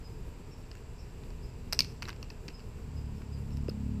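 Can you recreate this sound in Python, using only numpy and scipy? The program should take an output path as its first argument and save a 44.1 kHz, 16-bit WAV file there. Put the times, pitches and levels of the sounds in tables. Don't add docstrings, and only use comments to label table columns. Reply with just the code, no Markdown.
import sys
import numpy as np
from scipy import signal
from scipy.fft import rfft, irfft, next_fast_len
from scipy.io import wavfile
from scipy.ndimage import map_coordinates

SR = 44100
rng = np.random.default_rng(int(sys.argv[2]) if len(sys.argv) > 2 else 0)


def to_wav(sig):
    pcm = np.clip(np.atleast_2d(sig), -1, 1) * 32767
    pcm = np.round(pcm).astype(np.int16)
    wavfile.write(sys.argv[1], SR, pcm.T)


N = 176400


def amp(db):
    return 10 ** (np.asarray(db) / 20)


def unit(x):
    return x / np.sqrt(np.mean(x ** 2) + 1e-20)


def along(points, hz):
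    f, v = np.transpose(points)
    return np.interp(np.log(hz + 1), np.log(f + 1), v)


def wobble(rate):
    return map_coordinates(rng.standard_normal(int(N * rate / SR) + 4), [np.arange(N) * rate / SR])


def noise(spectrum, size):
    eq = amp(along(spectrum, np.fft.rfftfreq(size, 1 / SR)))
    return unit(irfft(rfft(rng.standard_normal(size)) * eq, size))


def add(track, s, sound):
    part = track[round(s * SR):][:len(sound)]
    part += sound[:len(part)]


def echo(x, t60, colour):
    hz, t, bands = signal.stft(rng.standard_normal(SR // 2), SR, nperseg=256)
    bands = bands * amp(-60 * t / along(t60, hz)[:, None])
    plain = signal.istft(bands, SR, nperseg=256)[1]
    tail = signal.istft(bands * amp(along(colour, hz))[:, None], SR, nperseg=256)[1]
    attack = 1 - np.exp(-np.arange(len(tail)) / SR / 0.0014)
    return signal.fftconvolve(x, tail * attack / np.linalg.norm(plain))


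# f/Hz, relative level/dB
RUMBLE_SPECTRUM = [(10, -13), (22, -1), (38, 1.5), (58, -2), (85, -6.5), (120, -7.5), (190, -15),
                   (290, -21.5), (450, -16.5), (680, -40.5), (1200, -52)]
# f/Hz, relative level/dB
HISS_SPECTRUM = [(350, -40), (600, -1), (760, -4), (960, -0.5), (1150, -6.5), (2150, -11.5), (2650, -7.5),
                 (3250, -16.5), (4400, -17), (4750, -11.5), (5300, -17.5), (6300, -21.5), (8600, -31),
                 (15300, -41.5)]
# f/Hz, relative level/dB
INSECT_SPECTRUM = [(5500, -52.5), (6900, -8), (7200, -5), (7500, 1), (8000, -3.5), (8350, -13.5),
                   (10000, -54.5)]


def air():
    rumble = amp(-44 + 1.48 * wobble(25)) * noise(RUMBLE_SPECTRUM, N)
    hiss = amp(-60.5) * noise(HISS_SPECTRUM, N)
    hum_hz = 419
    hum = amp(-66.5 + 2 * wobble(3.4)) * np.sin(2 * np.pi * hum_hz * np.arange(N) / SR + wobble(4))
    insects = amp(-71.5) * noise(INSECT_SPECTRUM, N)
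    return rumble + hiss + hum + insects


# t/s, firing rate/Hz, level/dB, lift of the upper harmonics/dB
ENGINE_MOVES = [(0, 42.4, -54, -2.5), (0.902, 41.58, -61, -0.5), (1.299, 40.82, -51.5, -3),
                (2.199, 38.8, -51.5, -3), (2.701, 37.7, -52, -1), (3.1, 36.39, -40, -2),
                (3.27, 35.18, -45, 1.5), (3.4, 35.05, -38, -4), (3.6, 35.1, -38.5, -2.5),
                (3.8, 34.9, -37.5, 3.5), (4, 34.83, -37, 4)]
EXHAUST_HARMONICS = {1: -21, 2: -1.5, 3: -5.5, 4: -6.5, 5: -15.5, 6: -8, 7: -14, 8: -23, 9: -27}


def engine():
    times, *lanes = np.transpose(ENGINE_MOVES)
    firing_hz, db, lift_db = [np.interp(np.arange(N) / SR, times, lane) for lane in lanes]
    jitter = 1 + .005 * wobble(14)
    phase = 2 * np.pi * np.cumsum(firing_hz * jitter) / SR
    throb = np.zeros(N)
    for k, harmonic_db in EXHAUST_HARMONICS.items():
        waver_db = 3 * wobble(7.8)
        gain = amp(harmonic_db + lift_db * (k >= 5) + waver_db)
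        throb += gain * np.cos(k * phase + 0.75 * wobble(9.7))
    return np.sqrt(2) * amp(db) * throb


# t/s, f/Hz, level/dB, buzz/0-1
BIRD_CHIPS = [(.035, 5040, -57, 0.2), (.505, 5310, -59.5, 0.5), (.975, 5387, -59.5, 1),
              (1.42, 5050, -59.5, 0.58), (2.525, 5096, -55, 0.2), (2.955, 4970, -57.5, 0.38),
              (3.155, 5209, -66, 0.6), (3.315, 4900, -59, 0.44), (3.505, 5250, -62.5, 0.6)]


def bird(chip_s=0.051, fall_hz_per_s=500, flutter_hz=300):
    out, t = np.zeros(N), np.arange(int(chip_s * SR)) / SR
    for s, hz, db, buzz in BIRD_CHIPS:
        flutter = buzz * flutter_hz * wobble(400)[:len(t)]
        pitch = hz - fall_hz_per_s * (t - chip_s / 2) + flutter
        chip = amp(db) * np.sin(np.pi * t / chip_s) * np.sin(2 * np.pi * np.cumsum(pitch) / SR)
        add(out, s, chip)
        add(out, s, amp(-2.5) * echo(chip, t60=[(1, .5)], colour=[(1, 0)]))
    return out


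def blip(s, db, hz, width_s):
    t = np.arange(N) / SR - s
    return -amp(db) * np.exp(-.5 * (t / width_s) ** 2) * np.cos(2 * np.pi * hz * t)


# t/s, level/dB, f/Hz, width/s
BUMP_PING = (3.6955, -38, 5080, .0022)


def bump():
    return blip(s=3.6878, db=-22, hz=372, width_s=0.0011) + blip(*BUMP_PING)


def burst(spectrum, t, t60, rise_s=0.00082):
    envelope = amp(-60 * t / t60) * (1 - np.exp(-t / rise_s))
    return unit(noise(spectrum, len(t)) * envelope) * np.sqrt(np.mean(envelope ** 2))


# f/Hz, relative level/dB, t60/s
SHELL_MODES = [(2480, -17.5, 0.00995), (4660, -15.5, 0.016), (4910, -1.5, 0.0075), (5320, -8.5, .006),
               (6090, -24, 0.0046)]


def shell_ring(pitch, t, scatter_db=1.46, rise_s=.0003):
    ring = np.zeros(len(t))
    for hz, db, t60 in SHELL_MODES:
        decay = amp(db - scatter_db * rng.normal() - 60 * t / t60)
        ring += decay * np.sin(2 * np.pi * hz * pitch * t)
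    attack = 1 - np.exp(-(t / rise_s) ** 2)
    return ring * attack


# f/Hz, relative level/dB
THUD_SPECTRUM = [(100, -36), (250, -20), (400, -4.5), (650, -11), (950, 5), (1350, 7.5), (1800, 5.5),
                 (2600, -2), (6000, -25.5), (15000, -53)]
# f/Hz, relative level/dB
KNOCK_SPECTRUM = [(600, -4.5), (1500, -7), (1900, 0), (2200, -12), (2650, 11), (3000, 1), (3350, -23.5),
                  (4500, 2.5), (6200, -9), (7200, -16), (15000, -41)]
# f/Hz, relative level/dB
CRACK_SPECTRUM = [(1000, -13), (5000, -1.5), (7100, -13), (8100, -1), (10000, -6.5), (12200, -3.5),
                  (14300, -1), (15400, -20.5)]
# f/Hz, gain/dB
GARDEN_EQ = [(200, 25), (1200, -4.5), (2700, 0.5), (4500, -10), (5700, -3.5), (8000, 1), (15000, -5)]
# f/Hz, t60/s
TREE_DECAY = [(200, .35), (2000, .33), (5500, 0.4), (14000, 0.29)]
# t/s, ring level/dB, shell pitch/ratio, knock/dB, thud/dB, crack/dB
NUT_HITS = [(0.7143, -57, 0.73, -35.5, -50, -63), (.7524, -46, 1.4, -43, -42, -51),
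            (0.7705, -53, 1.2, -49, -62, -55), (1.2352, -48, 0.78, -46, -47.5, -68),
            (1.304, -49, 1, -46.5, -46, -64), (1.7255, -18.5, 1.08, -26.5, -26.5, -27),
            (1.7305, -11.5, 1.06, -37, -25.5, -22.5), (1.7317, -17.5, 0.9, -35, -36, -29),
            (1.791, -2.5, 1.075, -27, -33, -23.5), (1.7933, -11.5, .99, -30, -31, -25),
            (1.8053, -5, .95, -23.5, -31, -23.5), (1.846, -29, 0.96, -38.5, -42, -42),
            (2.0219, -46, 0.6, -25.5, -30.5, -51), (2.0273, -28, 0.58, -24.5, -33, -40.5),
            (2.054, -32, 0.85, -36, -40, -53), (2.0665, -46, 1.08, -50, -50, -57),
            (2.0773, -39, 1.1, -47, -35, -49), (2.0833, -49, 0.64, -36, -33, -58),
            (2.0858, -31.5, 1.17, -57, -30.5, -42.5), (2.0922, -27, 1, -35, -26.5, -38.5),
            (2.103, -37, 0.803, -38, -50, -54), (2.129, -43, 0.95, -45, -41, -59),
            (2.163, -47, 1.03, -49, -60, -63), (2.2282, -32.5, 1.113, -33, -41.5, -47),
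            (2.3025, -31.5, 1, -40, -44, -57), (2.305, -43.5, 1.03, -38, -50, -55),
            (2.4815, -30.5, 1.1, -31.5, -47, -52), (2.486, -32, .97, -35, -44, -54.5),
            (2.5032, -48, .95, -45.5, -66, -66.5), (2.594, -45, 0.98, -46, -58, -71),
            (2.6037, -45.5, 0.94, -46, -58, -70), (3.2186, -61, .9, -47.5, -41.5, -63.5),
            (3.5067, -52, .9, -52, -57, -64), (3.571, -38, 1.07, -44.5, -53, -48.5),
            (3.683, -44, .95, -41, -39.5, -59), (3.693, -52, 0.72, -46, -58, -42),
            (3.698, -36, 0.94, -46, -42.5, -47)]


def nuts(wall_delay_s=0.016):
    out, t = np.zeros(N), np.arange(2048) / SR
    for s, ring_db, pitch, knock_db, thud_db, crack_db in NUT_HITS:
        ring = amp(ring_db) * shell_ring(pitch, t)
        thud = amp(thud_db) * burst(THUD_SPECTRUM, t, t60=.011)
        knock = amp(knock_db) * burst(KNOCK_SPECTRUM, t, t60=.011)
        crack = amp(crack_db) * burst(CRACK_SPECTRUM, t, t60=.008)
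        clack = ring + thud + knock + crack
        add(out, s, clack)
        add(out, s + wall_delay_s, amp(-18.5) * clack)
        add(out, s, amp(-9.5) * echo(clack, [(1, 0.11)], GARDEN_EQ))
        add(out, s, amp(-14.5) * echo(clack, TREE_DECAY, GARDEN_EQ))
    return out


def scene():
    return (nuts() + bird() + engine() + bump() + air())[None]


def record(dry, cutoff_hz=15150):
    size = next_fast_len(N + SR // 2)
    low_pass = 1 / (1 + (np.fft.rfftfreq(size, 1 / SR) / cutoff_hz) ** 120)
    return irfft(rfft(dry, size) * low_pass, size)[..., :N]


dry = scene()
out = record(dry)
to_wav(out)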